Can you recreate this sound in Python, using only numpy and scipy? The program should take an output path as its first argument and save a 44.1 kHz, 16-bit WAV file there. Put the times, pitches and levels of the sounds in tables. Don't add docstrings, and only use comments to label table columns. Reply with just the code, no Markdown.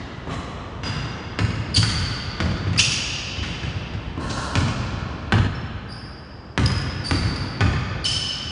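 import sys
import numpy as np
from scipy import signal
from scipy.fft import rfft, irfft, next_fast_len
from scipy.io import wavfile

SR = 44100
rng = np.random.default_rng(int(sys.argv[2]) if len(sys.argv) > 2 else 0)


def to_wav(s):
    ch = np.atleast_2d(s).T
    pcm = np.round(np.clip(ch, -1, 1) * 32767)
    wavfile.write(sys.argv[1], SR, pcm.astype(np.int16))


N = 375278
T = np.arange(int(.45 * SR)) / SR
LEAD_S = .5

# frequency in Hz, relative level in dB.
VENT_SPECTRUM = [(20, -23), (40, -10), (60, -2), (110, -5.5), (200, -10.5), (450, -17.5), (1000, -21.5),
                 (3000, -40.5), (6000, -48.5), (10000, -62.5)]
NET_SPECTRUM = [(300, -4), (1500, -3), (4000, 3.5), (6800, -2.5), (10000, -20)]
SCRAPE_SPECTRUM = [(500, -20.5), (1200, -7), (2000, -6.5), (3000, 4.5), (6000, -0.5), (8000, -7),
                   (10000, -19)]
SLAP_SPECTRUM = [(200, -18.5), (550, -11.5), (850, -6), (1500, -0.5), (2400, -3.5), (3300, -7), (5000, -13),
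                 (7000, -20), (10000, -33)]
KNOCK_SPECTRUM = [(60, -13.5), (150, -4.5), (260, 1.5), (400, -10), (700, -15), (1200, -15.5), (4000, -78)]
# frequency in Hz, relative level in dB, T60 in seconds.
BOARD_MODES = [(54.7, -18, 0.3), (72.6, -4.5, 0.43), (92.7, 5.5, 0.28), (114, 0, 0.33), (164.7, -1.5, 0.21),
               (221.7, -6, 0.19), (279.4, -16, 0.24)]
BALL_AIR_MODES = [(910, -19, 0.41), (1200, -4.5, 0.95), (1289, 8.5, 0.083), (1491, 10, 0.097),
                  (1740, 3.5, 0.25), (2040, -9.5, 0.081), (2110, -12, 0.06), (2450, 1, 0.15)]
STEEL_RIM_MODES = [(430, -3.5, 0.01), (677, -5, 0.016), (1136, -0.5, 0.037), (1283, 5, 0.012),
                   (1545, 3.5, 0.005), (1830, 2, 0.0055), (2670, -1, 0.0036), (3980, -4.5, 0.0074),
                   (7860, -17.5, 0.017)]
# frequency in Hz, T60 in seconds.
HALL_DECAY = [(60, 2.5), (150, 2.4), (400, 3.4), (1000, 4.3), (1800, 3.9), (3000, 3.45), (5000, 2.37),
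              (7500, 1.24), (10000, 0.88)]
# delay in seconds, gain in dB.
NEAR_ECHOES = [(.0026, -10.5), (.0063, -10)]
WALL_ECHOES = [(.017, -9.5), (.056, -10), (.118, -12), (.155, -16)]
# start in seconds, thud in dB, rattle length in seconds, rim in dB,
# net delay in seconds, net in dB.
HOOP_SHOTS = [(.272, -36, 0.087, -38.5, 0.034, -52), (4.176, -33, 0.38, -32.5, 0.1, -41.5)]
# start in seconds, boom in dB, sole slap in dB, hall send in dB.
FOOTSTEPS = [(-.25, -35, -39, 5), (0.834, -36.5, -42, 12), (1.774, -19, -48, 0), (2.669, -26.5, -49, 0),
             (2.731, -32, -44, -4.5), (3.37, -31, -51.5, 2.5), (3.43, -41.5, -41, 6),
             (3.632, -31.5, -45, 3.5), (3.935, -30, -52.5, -3), (4.989, -35.5, -54, -15),
             (8.398, -38.5, -48, 8)]
# start in seconds, length in seconds, pitch in Hz, nominal level in dB,
# roughness from 0 to 1, hall send in dB.
LIGHT_SQUEAKS = [(0.834, 0.07, 4890, -38.5, 0.01, 1.5), (5.546, 0.019, 5340, -50, 0.08, -4),
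                 (5.585, 0.012, 5250, -54, 0, -6), (5.885, 0.043, 4760, -46, 0.11, 9),
                 (5.915, .021, 5190, -45, .12, 5.5), (6.658, 0.0065, 4940, -27, 0.42, -1.5),
                 (6.745, .026, 5070, -40.5, 0.1, 7.5), (7.037, 0.043, 4690, -32, 0.27, 9),
                 (7.358, .012, 4670, -39, 0.37, 1)]
# start in seconds, chirp length in seconds, chirp in Hz, low note in Hz,
# high note in Hz, fractional pitch fall (negative rises), nominal level in dB,
# low note over high in dB, roughness from 0 to 1, hall send in dB.
HARD_STOPS = [(1.742, .015, 4600, 3256, 4633, .02, -23.5, -11.5, 0.26, 0),
              (2.776, 0.0097, 4910, 2860, 5750, -0.19, -25, 2, 0.6, 1.5),
              (8.042, 0.0055, 4570, 3044, 5245, .03, -26.5, 2.5, 0.15, 7)]
# start in seconds, slap in dB.
BALL_CATCHES = [(1.829, -35.5), (2.763, -43.5)]
# start in seconds, force in dB, board rattle over click in dB,
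# slap tilt in dB per octave, ping over slap in dB.
BALL_BOUNCES = [(1.389, -4.5, 4, 1, -7), (2.4029, -4.5, 2, 0, -18), (4.5545, -2, -4, 2, -7),
                (5.3229, 0, -2, -2, -7), (6.5773, 3, -6, 0.5, -4), (7.111, 2, -10, 0.5, -11),
                (7.607, 2.5, 7, -.5, 0)]
# time in seconds, gain in dB.
GAIN_CURVE = [(5.302, 5), (5.325, 6.5), (5.465, 4), (5.474, 0.5)]


def undb(db):
    return 10 ** (np.asarray(db) / 20)


def burst(x, db):
    return x * undb(db) / np.sqrt(np.sum(x ** 2) / (SR / 20))


def along(points, hz):
    point_hz, value = np.transpose(points)
    return np.interp(np.log(np.maximum(hz, 1)), np.log(point_hz), value)


def colour(x, spectrum, tilt_db_oct=0):
    size = next_fast_len(len(x), real=True)
    hz = np.maximum(np.fft.rfftfreq(size, 1 / SR), 1)
    gain_db = along(spectrum, hz) + tilt_db_oct * np.log2(hz / 2000)
    cepstrum = irfft(np.log(undb(gain_db)), size)
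    cepstrum[1:size // 2] *= 2
    cepstrum[size // 2 + 1:] = 0
    return irfft(rfft(x, size) * np.exp(rfft(cepstrum)), size)[:len(x)]


def fade(t, t60_s):
    return np.exp(-np.log(1000) * t / t60_s)


def ring(modes, detune):
    sound = np.zeros(len(T))
    for hz, db, t60_s in modes:
        struck_hz = hz * (1 + detune * rng.standard_normal())
        sound += undb(db) * fade(T, t60_s) * np.sin(2 * np.pi * (struck_hz * T + rng.random()))
    return sound


def noise():
    return rng.standard_normal(len(T))


def click():
    return burst(1. * (T == 0), 0)


def waver(rate_hz):
    return np.interp(T * rate_hz, np.arange(len(T)), noise())


def swell(length_s):
    return np.sqrt(np.maximum(np.sin(np.pi * np.minimum(T / length_s, 1)), 0))


def later(sound, delay_s):
    return np.pad(sound, (max(int(delay_s * SR), 0), 0))[:len(T)]


def add(track, start_s, sound):
    start = int((start_s + LEAD_S) * SR)
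    track[start:start + len(sound)] += sound[:max(len(track) - start, 0)]


def ventilation(level_db=-39.5):
    air = colour(rng.standard_normal(N), VENT_SPECTRUM)
    return air * undb(level_db) / np.std(air)


def hall(x, frame_samples=1024, tail_hops=380, build_s=0.0038, early_db=4, early_s=0.013):
    hop = frame_samples // 4
    frames = dict(nperseg=frame_samples, noverlap=frame_samples - hop)
    hz, _, fed = signal.stft(x, SR, **frames)
    t = np.maximum(np.arange(tail_hops) - 2, 0) * hop / SR
    onset = (1 - np.exp(-t / build_s)) * undb(early_db * np.exp(-t / early_s))
    decay = (fade(t, along(HALL_DECAY, hz[:, None])) * onset) ** 2
    decay /= decay.sum(axis=1, keepdims=True)
    stored = signal.fftconvolve(np.abs(fed) ** 2, decay, axes=1)[:, :fed.shape[1]]
    field = signal.stft(rng.standard_normal(len(x)), SR, **frames)[2]
    return signal.istft(field / np.std(field) * np.sqrt(np.abs(stored)), SR, **frames)[1][:len(x)]


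def gym(events, smear_t60_s=0.032):
    lead = int(LEAD_S * SR)
    near, hall_feed = np.zeros((2, lead + N))
    for start_s, sound, send_db in events:
        add(near, start_s, sound)
        for delay_s, db in NEAR_ECHOES:
            add(near, start_s + delay_s * (1 + .2 * rng.uniform(-1, 1)), undb(db) * sound)
        smear = noise() * fade(T, smear_t60_s)
        scattered = signal.fftconvolve(sound, smear / np.linalg.norm(smear))[:len(T)]
        for delay_s, db in WALL_ECHOES:
            add(near, start_s + delay_s * (1 + .08 * rng.uniform(-1, 1)), undb(db) * scattered)
        add(hall_feed, start_s, undb(send_db) * sound)
    return (near + hall(hall_feed))[lead:]


def slap(db, rattle_db, tilt_db_oct=0, rattle_t60_s=0.058):
    rattle = burst(noise() * fade(T, rattle_t60_s), rattle_db)
    return burst(colour(click() + rattle, SLAP_SPECTRUM, tilt_db_oct), db)


def thud(knock_db, boom_db, knock_t60_s=0.22, spread_s=0.0052):
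    rattle = burst(noise() * fade(T, knock_t60_s), 6.4)
    knock = colour(rattle - click(), KNOCK_SPECTRUM)
    boom = ring(BOARD_MODES, detune=0.022) * (1 - np.exp(-T / spread_s))
    return burst(knock, knock_db) + burst(boom, boom_db)


def ping(db):
    return burst(ring(BALL_AIR_MODES, detune=0.0096), db)


def hoop(thud_db, rattle_s, rim_db, net_delay_s, net_db, chatter_db=6, chatter_hz=80, passage_s=0.043):
    hit = slap(thud_db - 23.5, rattle_db=21, rattle_t60_s=.12)
    hit += thud(knock_db=thud_db - 3, boom_db=thud_db)
    rub = noise() * undb(chatter_db * waver(chatter_hz))
    rim = signal.fftconvolve(rub * swell(rattle_s), ring(STEEL_RIM_MODES, detune=0.022))[:len(T)]
    net = colour(rub * swell(passage_s), NET_SPECTRUM)
    return hit + burst(rim, rim_db) + later(burst(net, net_db), net_delay_s)


def step(boom_db, slap_db):
    scuff = slap(slap_db, rattle_db=11.5, tilt_db_oct=-0.5, rattle_t60_s=.12)
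    return scuff + thud(knock_db=(boom_db + slap_db) / 2 - 6, boom_db=boom_db)


def squeak(length_s, pitch_hz, db, rough, sag=0.027, second_db=-15, third_db=-19, hard_rough=0.14):
    glide = 1 + sag * (.5 - np.minimum(T / length_s, 1))
    wobble = 1 + 0.154 * rough * waver(rate_hz=597.6)
    phase = 2 * np.pi * np.cumsum(pitch_hz * glide * wobble) / SR
    overtones = undb(second_db) * np.sin(2 * phase) + undb(third_db) * np.sin(3 * phase)
    tone = np.sin(phase) + min(rough / hard_rough, 1) * overtones
    grip = swell(length_s) * undb(10 * rough * waver(rate_hz=435))
    scrape = colour(noise(), SCRAPE_SPECTRUM)
    return burst(tone * grip, db - 2.5) + rough * burst(scrape * grip, db - 3)


def skid(chirp_s, chirp_hz, low_hz, high_hz, sag, db, low_rel_db, rough, bite_s=0.027, lag_s=0.0027):
    chirp = squeak(chirp_s, chirp_hz, db - 5.5, rough=0.21, sag=.13)
    low = squeak(bite_s, low_hz, db + low_rel_db, rough, sag)
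    high = squeak(bite_s, high_hz, db, rough, sag)
    drag = burst(colour(noise(), SCRAPE_SPECTRUM) * swell(bite_s), db - 7)
    bite = low + later(high, lag_s) + drag
    return chirp + later(bite, chirp_s)


def catch(slap_db):
    return slap(slap_db, rattle_db=3.5) + ping(slap_db - 3.5)


def bounce(force_db, rattle_db, tilt_db_oct, ping_rel_db, boom_db_per_db=0.89):
    slap_db = force_db - 31
    floor = thud(knock_db=force_db - 28.5, boom_db=boom_db_per_db * force_db - 20.5)
    return slap(slap_db, rattle_db, tilt_db_oct) + ping(slap_db + ping_rel_db) + floor


def scene(bounce_send_db=2.5, catch_send_db=6, hoop_send_db=5.5):
    events = [(start_s, bounce(*row), bounce_send_db) for start_s, *row in BALL_BOUNCES]
    events += [(start_s, step(*row), send_db) for start_s, *row, send_db in FOOTSTEPS]
    events += [(start_s, catch(db), catch_send_db) for start_s, db in BALL_CATCHES]
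    events += [(start_s, squeak(*row), send_db) for start_s, *row, send_db in LIGHT_SQUEAKS]
    events += [(start_s, skid(*row), send_db) for start_s, *row, send_db in HARD_STOPS]
    events += [(start_s, hoop(*row), hoop_send_db) for start_s, *row in HOOP_SHOTS]
    return (gym(events) + ventilation())[None]


def record(dry, low_hz=47.3, top_hz=9800):
    times_s, gain_db = np.transpose(GAIN_CURVE)
    gain = undb(np.interp(np.arange(N) / SR, times_s, gain_db))
    rounded = np.tanh(dry * gain)
    highpass = signal.butter(4, low_hz, "high", fs=SR, output="sos")
    lowpass = signal.ellip(8, .3, 80, top_hz, fs=SR, output="sos")
    return signal.sosfilt(lowpass, signal.sosfilt(highpass, rounded))


dry = scene()
out = record(dry)
to_wav(out)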